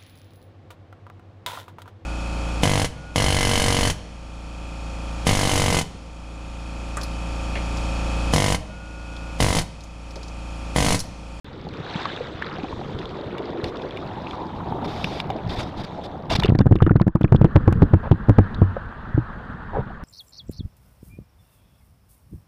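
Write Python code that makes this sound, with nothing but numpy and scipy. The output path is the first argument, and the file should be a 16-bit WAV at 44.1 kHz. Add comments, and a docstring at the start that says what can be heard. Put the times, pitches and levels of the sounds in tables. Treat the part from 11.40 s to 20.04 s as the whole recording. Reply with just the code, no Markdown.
"""Shallow water, very close, on the one microphone of a small camera in a waterproof housing.
For five seconds it is carried over the surface: wash and fizz, bubbles plopping, water knocking, ticking
and spurting on the housing. Then it is pushed under with a splash. Air leaves the housing in loud glugs,
each a neck of air parting and a pocket ringing, that overload the preamplifier. They come first in a
flurry, then ever more rarely, over a muffled underwater rumble and murmur."""
import sys
import numpy as np
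from scipy import signal
from scipy.io import wavfile
from scipy.ndimage import uniform_filter1d

SR = 44100
rng = np.random.default_rng(int(sys.argv[2]) if len(sys.argv) > 2 else 0)


def to_wav(sig):
    """Store sig (one row per channel, or 1-D mono) as 16-bit WAV at the path in sys.argv[1].

    Samples outside -1..1 are clipped; the rate is SR.
    """
    pcm = np.clip(np.atleast_2d(sig), -1, 1) * 32767
    pcm = np.round(pcm).astype(np.int16)
    wavfile.write(sys.argv[1], SR, pcm.T)  # frames by channels


N = 380935
DIVE_S = 5.1

# Air pinching off at the housing. Each row: time in seconds, snap level in dB, ring level in dB,
# pitch of the air pocket in Hz, its t60 in seconds.
GLUGS = [(5.091, 0, -18, 99, .06), (5.101, 0, -25, 100, 0.14), (5.123, 0, -28, 98, .1),
         (5.152, -4.5, -16, 99, 0.11), (5.191, -6, -26, 94, .1), (5.207, 6, -4, 83, 0.062),
         (5.259, -9, -26, 100, 0.11), (5.267, 4.5, -17, 76, 0.077), (5.313, 1, -4.5, 94, 0.14),
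         (5.324, 8, -13, 128, 0.065), (5.356, -6, -9, 78, 0.11), (5.423, 12.5, -8.5, 84, 0.25),
         (5.476, -5.5, -16, 101, 0.15), (5.51, 4, -4.5, 98, 0.13), (5.558, 3.5, -8, 101, 0.067),
         (5.613, 3.5, -10.5, 167, 0.054), (5.669, -3, -32, 101, .1), (5.679, -2.5, -13, 166, 0.041),
         (5.755, 1.5, -10, 149, 0.049), (5.812, -6.5, -14.5, 108, 0.11), (5.844, 4.5, -5, 165, 0.054),
         (5.924, 12.5, -8, 101, 0.18), (5.948, 8.5, -7, 82.5, 0.054), (6.015, 9, -6, 105, 0.056),
         (6.046, 12.5, 0, 176, 0.058), (6.159, 13.5, 5, 90, 0.093), (6.279, 12.5, 0, 90, 0.12),
         (6.325, -9.5, -21, 118, .15), (6.422, 12.5, 6.5, 92.4, 0.079), (6.537, 9.5, -0.5, 87.6, 0.18),
         (6.715, 11.5, 1, 93, 0.086), (6.887, -4, -31, 99, .1), (6.896, 13.5, 2.5, 101.4, .12),
         (6.986, 14, 5, 95.5, 0.14), (7.219, 6.5, -4, 93.7, 0.31), (7.779, -4.5, -8.5, 116, 0.16)]
# Modes of the housing. 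Each row: mean pitch in Hz, relative level in dB, share of the housing's t60.
HOUSING_MODES = [(55, -9, .7), (168, -4, .5), (230, -10, .4), (305, -5, .5)]
# Small bubbles slipping out. Each row: start in seconds, level in dB, starting pitch in Hz.
CHIRPS = [(5.218, -37, 1450), (5.274, -34, 1250), (5.361, -35, 1600), (5.62, -29.5, 1100)]
# Water and hand on the housing. Each row: start in seconds, level in dB, starting pitch in Hz.
KNOCKS = [(0.326, -20, 81), (0.397, -16.5, 138), (0.555, -11.5, 178), (1.235, -14.5, 266),
          (1.547, -9.5, 100), (2.234, -10, 90), (3.31, -24, 108), (3.641, -11.5, 151), (4.045, -12, 111),
          (4.063, -7.5, 108), (4.091, -8, 72.5), (4.184, -8, 106), (4.947, -4.5, 73.4), (4.986, -2.5, 144),
          (5.046, -5.5, 380), (5.465, -3, 296), (5.94, -6.5, 160), (6.378, -7, 73), (7.193, -8.5, 106),
          (7.744, 1, 96), (8.35, -11.5, 73), (8.39, -7, 116)]
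# Bubble plops and, near 3.5 kHz, short ringing ticks on the housing.
# Each row: start in seconds, level in dB, starting pitch in Hz.
PLOPS_AND_TICKS = [(.268, -24.5, 790), (.289, -30.5, 4100), (0.655, -12, 1074), (0.764, -24, 3530),
                   (0.807, -18.5, 470), (1.023, -13.5, 1650), (1.185, -24, 715), (1.243, -19.5, 740),
                   (1.327, -21, 1010), (1.413, -23.5, 760), (1.589, -24.5, 3430), (1.656, -24, 3350),
                   (2.242, -23, 4100), (2.37, -28.5, 3540), (2.42, -28, 3400), (2.509, -26.5, 3260),
                   (2.626, -27, 1180), (2.719, -27, 684), (2.87, -23, 2530), (2.91, -23, 3320),
                   (3.204, -21.5, 1000), (3.323, -14, 860), (3.643, -13, 2620), (3.67, -22, 830),
                   (3.802, -16, 3550), (3.902, -11.5, 760), (3.959, -18, 633), (4.912, -12.5, 656),
                   (5.025, -14, 920), (5.034, -20, 1900), (5.047, -12.5, 2680), (5.15, -22, 1720),
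                   (5.189, -18, 4440), (5.212, -19, 1500), (5.269, -22.5, 1415), (5.388, -36, 2650),
                   (5.404, -16.5, 1180), (5.465, -12.5, 1230), (5.495, -16.5, 1330), (5.542, -40, 1290),
                   (5.599, -15, 960), (5.599, -29, 2050), (5.667, -30, 1270), (5.811, -23.5, 1330),
                   (5.833, -30.5, 3300), (5.879, -37.5, 2300), (5.962, -25.5, 3190), (6.17, -17.5, 920),
                   (6.288, -21, 1030), (6.541, -14, 1280), (7.146, -28.5, 3610), (7.366, -14, 516),
                   (7.367, -22.5, 1210), (8.35, -18, 800), (8.36, -18.5, 817), (8.369, -17, 502),
                   (8.383, -14.5, 425), (8.504, -28.5, 730)]
# Drops on the housing. Each row: start in seconds, level in dB ahead of the cavity.
DROPS = [(0.338, -29), (1.022, -24), (1.656, -42), (1.982, -21.5), (2.242, -15.5), (2.572, -23),
         (2.911, -40), (3.643, -7.5), (3.801, -13), (3.903, -16), (4.912, -26), (5.022, -22), (5.035, -7),
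         (5.189, -23), (5.211, -22), (5.356, -20), (5.426, -25), (5.464, -28), (6.268, -49)]
# Air cavity in front of the microphone. Each row: pitch in Hz, bandwidth in Hz, relative level in dB.
CAVITY_MODES = [(1500, 380, -10.5), (2330, 300, 22), (2850, 205, 17.5), (3530, 81, 12.5), (4500, 870, -46),
                (6500, 3800, -36)]
# Gushes over the housing. Each row: start and length in seconds, level in dB, brightness in dB
# (added to a bright hiss, taken off a dull one).
SPURTS = [(2.229, 0.078, -34, -6), (2.872, 0.092, -50, 9), (3.438, .03, -39, 8), (3.471, 0.35, -41, 5),
          (4.085, 0.071, -31.5, -4.5), (4.152, 0.092, -33.5, -1.5), (4.182, 0.039, -34.5, 1),
          (4.226, 0.081, -35.5, -6.5), (4.366, 0.062, -32, -7), (4.432, 0.025, -39, 6),
          (4.631, 0.041, -42, 8), (4.894, 0.055, -21.5, -2.5), (4.949, 0.02, -18.5, -1),
          (4.958, 0.068, -47, 4), (4.996, 0.0083, -21.5, -1.5), (5.054, 0.0094, -16.5, -7.5),
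          (6.627, 0.058, -28, -26), (8.325, 0.095, -28, -28)]
# The surface. Each row: time in seconds, slosh level in dB, babble level in dB, babble resonance in Hz.
WASH = [(.045, -40.5, -45, 450), (.3, -37.5, -39, 420), (.6, -40.5, -34.5, 830), (.9, -39, -37.5, 473),
        (1.5, -34.5, -35.5, 443), (2.15, -41, -31.5, 440), (2.55, -37, -33, 490), (2.75, -33.5, -36, 870),
        (2.95, -38.5, -32, 1010), (3.15, -34.5, -36.5, 910), (3.4, -30.5, -30, 740), (4.1, -36.5, -35, 704),
        (4.88, -37, -36.5, 706), (5.1, -34, -40.5, 600)]
# Ripples and foam. Each row: time in seconds, level in dB, tilt of the hiss in dB an octave.
FIZZ = [(.045, -50.5, 0), (.27, -50.5, -1), (.6, -34, -1.5), (.93, -45.5, 0), (1.05, -37, -7),
        (1.35, -48, 3), (2.0, -44.5, -4.5), (2.6, -46.5, -1), (3.3, -50.5, 0.5), (3.9, -47.5, -3.5),
        (4.55, -49.5, 1.5), (4.85, -56, -2.5), (5.1, -32, -18)]
# The bed below the surface. 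Each row: time in seconds, rumble level in dB, murmur level in dB.
UNDERWATER = [(5.0, -27, -58), (5.3, -26, -51), (5.6, -27.5, -57), (5.72, -43, -58), (5.9, -26, -48.5),
              (6.15, -26, -41), (6.4, -20, -40.5), (6.7, -29, -41.5), (7.1, -27.5, -38.5),
              (7.5, -36.5, -40), (7.9, -35, -39.5), (8.64, -34.5, -42)]
# Spectra of the water noises. Each row: frequency in Hz, relative level in dB.
SPURT_COLOUR = [(400, -8), (800, 7.5), (1700, -4), (2300, -2.5), (2900, -7), (3650, -1), (4100, -8),
                (4600, -9.5), (5400, -15), (6000, -23), (7500, -31.5), (14000, -49)]
SLOSH_COLOUR = [(20, -20), (60, 0.5), (95, 2), (180, 1.5), (300, -7), (500, -49), (1200, -19), (5000, -60)]
BABBLE_COLOUR = [(150, -23.5), (300, 2.5), (600, -9), (950, -7.5), (1300, -26.5), (2000, -44.5),
                 (5000, -62)]
FIZZ_COLOUR = [(500, -20), (1100, 6), (1600, 3), (2300, -2.5), (2900, -4), (3600, 3.5), (4600, -10.5),
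               (6000, -17), (8000, -26), (14000, -67)]
RUMBLE_COLOUR = [(20, -6), (50, 8), (100, 0), (210, 0), (280, -16), (500, -15.5), (1200, -72)]
MURMUR_COLOUR = [(150, -22), (225, 1.5), (300, -7.5), (500, -5.5), (680, -5), (830, -2), (1250, -0.5),
                 (1700, -1), (2200, -21.5), (3400, -23), (4500, -32), (5500, -42.5), (14000, -58)]


def glug(snap_db, ring_db, pocket_hz, pocket_t60, lead_s):
    """Pressure sags as a neck of air narrows, snaps over when it parts, then the trapped air rings."""
    housing_t60, crack_s = .11, .0001
    t = np.arange(round((lead_s + max(pocket_t60, housing_t60)) * SR)) / SR - lead_s
    after = np.maximum(t, 0)  # seconds since the neck parted
    sag = .75 * np.exp(-(np.minimum(t, 0) / .0022) ** 2)
    swing_hz = 88.16 + 4.18 * max(-snap_db, 0)  # weak snaps: narrower necks, faster swing
    swing = gain_of(-60 * after / .026) * np.cos(2 * np.pi * swing_hz * after * (1 + 25 * after) - .5)
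    turnover = np.tanh(19.21 * swing_hz * t / gain_of(.43 * snap_db))  # slower for strong snaps
    snap = gain_of(snap_db) * turnover * np.where(t < 0, sag, swing)
    crack = gain_of(-42 + 1.7 * snap_db) * (after / crack_s * np.exp(1 - after / crack_s)) ** 2
    bend = 1.1 * (1 - np.exp(-after / .019))  # the ring starts sharp and settles
    ring = np.sin(2 * np.pi * pocket_hz * after + bend) * gain_of(-60 * (after / pocket_t60) ** .82)
    housing_db = 3.5 - .06 * ring_db  # the housing follows a louder pocket only partly
    for hz, db, share in HOUSING_MODES:
        phase = 2 * np.pi * (hz * rng.uniform(.89, 1.105) * after + rng.random())
        ring += gain_of(db + housing_db - 60 * after / (share * housing_t60)) * np.sin(phase)
    onset = 1 - np.exp(-(after / .0023) ** 2)
    return snap + crack + gain_of(ring_db) * ring * onset


def glugs():
    """Air leaves the housing gulp by gulp, right at the microphone."""
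    out, lead_s = np.zeros(N), .008
    for s, *shape in GLUGS:
        add(out, s - lead_s, glug(*shape, lead_s))
    return out


def froth():
    """Each glug sheds a short cloud of small bubbles."""
    cloud, t = np.zeros(N), np.arange(round(.06 * SR)) / SR
    for s, snap_db, *_ in GLUGS:
        add(cloud, s + .002, gain_of(.5 * snap_db + rng.normal(0, 3) - 60 * t / .041))
    low = swarm(664, 1700, per_s=220, cycles=15, spread_db=3)
    high = swarm(1800, 3850, per_s=120, cycles=12, spread_db=3)
    return cloud * (gain_of(-28.5) * low + gain_of(-41.5) * high)


def chirps():
    """Small bubbles whistle upwards as they slip out."""
    out = np.zeros(N)
    for s, db, hz in CHIRPS:
        add(out, s, gain_of(db) * rising_ring(hz, t60=.024, glide=.7, sharpness=1.1))
    return out


def knocks():
    """Handling noise: water and hand bump the housing, which gives a short, low ring."""
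    out = np.zeros(N)
    for s, db, hz in KNOCKS:
        add(out, s, -gain_of(db) * rising_ring(hz, t60=.041, glide=.11))
    return out


def plops_and_ticks():
    """Bubble plops and short, high, ringing ticks on the housing: each a main tone and two weaker ones."""
    out = np.zeros(N)
    for s, db, hz in PLOPS_AND_TICKS:
        glide = .16 if s > DIVE_S else .1
        for k, (detune, delay) in enumerate(rng.random((3, 2))):
            tone_hz, tone_db = (hz, db) if k == 0 else (hz * (.677 + .763 * detune), db - 11)
            t60 = .026 * (1000 / tone_hz) ** .75  # high tones die sooner
            add(out, s + .003 * delay * k, gain_of(tone_db) * rising_ring(tone_hz, t60, glide))
    return out


def drops():
    """Drops tick on the housing and ring the air cavity in front of the microphone."""
    hits, t = np.zeros(N), np.arange(256) / SR
    for s, db in DROPS:
        spray = rng.standard_normal(len(t)) * np.exp(-t / .0021)
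        add(hits, s, gain_of(db) * spray / np.linalg.norm(spray))
    t = np.arange(400) / SR
    cavity = sum(gain_of(db) * np.exp(-np.pi * width * t) * np.sin(2 * np.pi * hz * t)
                 for hz, width, db in CAVITY_MODES)
    return signal.oaconvolve(hits, cavity / abs(cavity).max())[:N]


def spurts():
    """Water gushes over the housing: rough hiss that starts and stops abruptly."""
    dull = noise(SPURT_COLOUR, patchy_db=2, flicker_db=.7, size=256, eq=lambda t, hz: tilt(-14, hz))
    bright = noise(SPURT_COLOUR, patchy_db=2, flicker_db=.7, size=256, eq=lambda t, hz: tilt(5, hz))
    out, edges_s = np.zeros(N), .021  # rise and fall together
    for start, length, db, brightness in SPURTS:
        span = slice(round(start * SR), round((start + length) * SR))
        hiss = unit_rms(gain_of(-brightness) * dull[span] + gain_of(brightness) * bright[span])
        swell_db = np.linspace(0, 1, len(hiss))
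        gate = signal.windows.tukey(len(hiss), min(edges_s / length, .6))
        add(out, start, gain_of(db + swell_db) * gate * hiss)
    return out


def wash():
    """The surface just below the microphone: low slosh, and a babble of bubbles and resonant noise."""
    def resonance_db(t, hz):
        return 9 * np.exp(-(np.log((hz + 1) / curve(WASH, t, 3)) / .3) ** 2)
    slosh = noise(SLOSH_COLOUR, patchy_db=.75, flicker_db=2.6, size=1024)
    babble = noise(BABBLE_COLOUR, patchy_db=2.5, flicker_db=.17, size=512, eq=resonance_db)
    babble += gain_of(-3.5) * swarm(272.4, 1258, per_s=200, cycles=14.4, spread_db=1.54)
    return level(WASH, 1) * slosh + level(WASH, 2) * unit_rms(babble)


def fizz():
    """Ripples and foam before the dive: flickering hiss and tiny bubbles."""
    hiss = noise(FIZZ_COLOUR, patchy_db=2.6, flicker_db=1.2, size=256,
                 eq=lambda t, hz: tilt(curve(FIZZ, t, 2), hz))
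    foam = swarm(1430, 4540, per_s=300, cycles=17.5, spread_db=3.4)
    return level(FIZZ, 1) * unit_rms(hiss + gain_of(-3) * foam)


def underwater():
    """The background once submerged: lumpy rumble and smooth murmur through the flooded port."""
    rumble = noise(RUMBLE_COLOUR, patchy_db=2.65, flicker_db=2.2, size=1024)
    murmur = noise(MURMUR_COLOUR, patchy_db=1.9, flicker_db=1, size=512)
    return level(UNDERWATER, 1) * rumble + level(UNDERWATER, 2) * murmur


def rising_ring(hz, t60, glide, sharpness=2.8):
    """A damped sine that climbs like a bubble nearing the surface, by 2 * glide * hz over t60 seconds."""
    t = np.arange(round(max(t60, .004) * SR)) / SR
    onset = 1 - np.exp(-(t * hz * sharpness) ** 2)
    return gain_of(-60 * t / t60) * onset * np.sin(2 * np.pi * hz * t * (1 + glide * t / t60))


def swarm(lo_hz, hi_hz, per_s, cycles, spread_db):
    """Many small bubbles of random size, a few of them loud, each ringing for about `cycles` periods."""
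    out, chances = np.zeros(N), 5000
    kinds = [rising_ring(hz, cycles / hz, glide=.2, sharpness=1.1)
             for hz in np.geomspace(lo_hz, hi_hz, 24)]
    for when, kind, strength, draw in rng.random((chances, 4)):
        if draw < per_s * N / SR / chances:
            db = spread_db * min(-np.log(1 - strength), 3.5)
            add(out, when * N / SR, gain_of(db) * kinds[int(kind * len(kinds))])
    return unit_rms(out)


def noise(colour, patchy_db, flicker_db, size, eq=lambda t, hz: 0):
    """Water noise in frames of `size` samples: drifting patches, a flickering level, eq(t, hz) in dB."""
    hop = size // 4
    frames, hz = N // hop + 5, np.fft.rfftfreq(size, 1 / SR)[:, None]
    real, imag, patches = rng.standard_normal((frames, len(hz), 3)).T
    patches = uniform_filter1d(patches, size=size // 64, axis=0)
    patches = unit_rms(uniform_filter1d(patches, size=4096 // size, axis=1))
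    colour_hz, colour_db = np.transpose(colour)
    spectrum_db = np.interp(np.log(hz + 1), np.log(colour_hz + 1), colour_db)
    shape = gain_of(spectrum_db + eq(np.arange(frames) * hop / SR, hz))
    shape /= np.sqrt((shape ** 2).sum(axis=0))  # eq moves the colour, not the power
    flicker = np.minimum(uniform_filter1d(rng.exponential(1, frames), size=2), 4)
    spectra = (real + 1j * imag) * shape * gain_of(patchy_db * patches + flicker_db * flicker)
    return unit_rms(signal.istft(spectra, nperseg=size, noverlap=size - hop)[1][:N])


def tilt(db_per_octave, hz):
    """A treble slope in dB that flattens out in the bass."""
    return db_per_octave * np.log2((hz + 300) / 3500)


def gain_of(db):
    """dB to gain."""
    return 10 ** (np.asarray(db) / 20)


def unit_rms(x):
    """Scales to rms 1."""
    return x / np.sqrt(np.mean(x ** 2) + 1e-20)


def curve(rows, t, column):
    """One column of a table at times t."""
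    return np.interp(t, [r[0] for r in rows], [r[column] for r in rows])


def level(rows, column):
    """Gain along a dB column, silent outside the table."""
    t = np.arange(N) / SR
    return gain_of(curve(rows, t, column)) * (t >= rows[0][0]) * (t <= rows[-1][0])


def add(mix, s, sound):
    """Mixes a sound in at s seconds."""
    part = mix[round(s * SR):][:len(sound)]
    part += sound[:len(part)]


def scene():
    """Everything meets at the one microphone in the housing."""
    water = wash() + fizz() + spurts() + underwater()
    return (water + glugs() + knocks() + plops_and_ticks() + chirps() + drops() + froth())[None]


def record(dry):
    """The preamplifier saturates on the glugs; its coupling lets flat tops sag; the top treble is cut."""
    ceiling, knee, coupling_hz, edge_hz = .63, 3.2, 6, 14400
    clipped = dry / (1 + abs(dry / ceiling) ** knee) ** (1 / knee)
    coupled = signal.lfilter(*signal.butter(1, coupling_hz, "high", fs=SR), clipped)
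    lowpass = signal.firwin(511, edge_hz, window=("kaiser", 9), fs=SR)
    return signal.oaconvolve(coupled, lowpass[None], "same")


dry = scene()
out = record(dry)
to_wav(out)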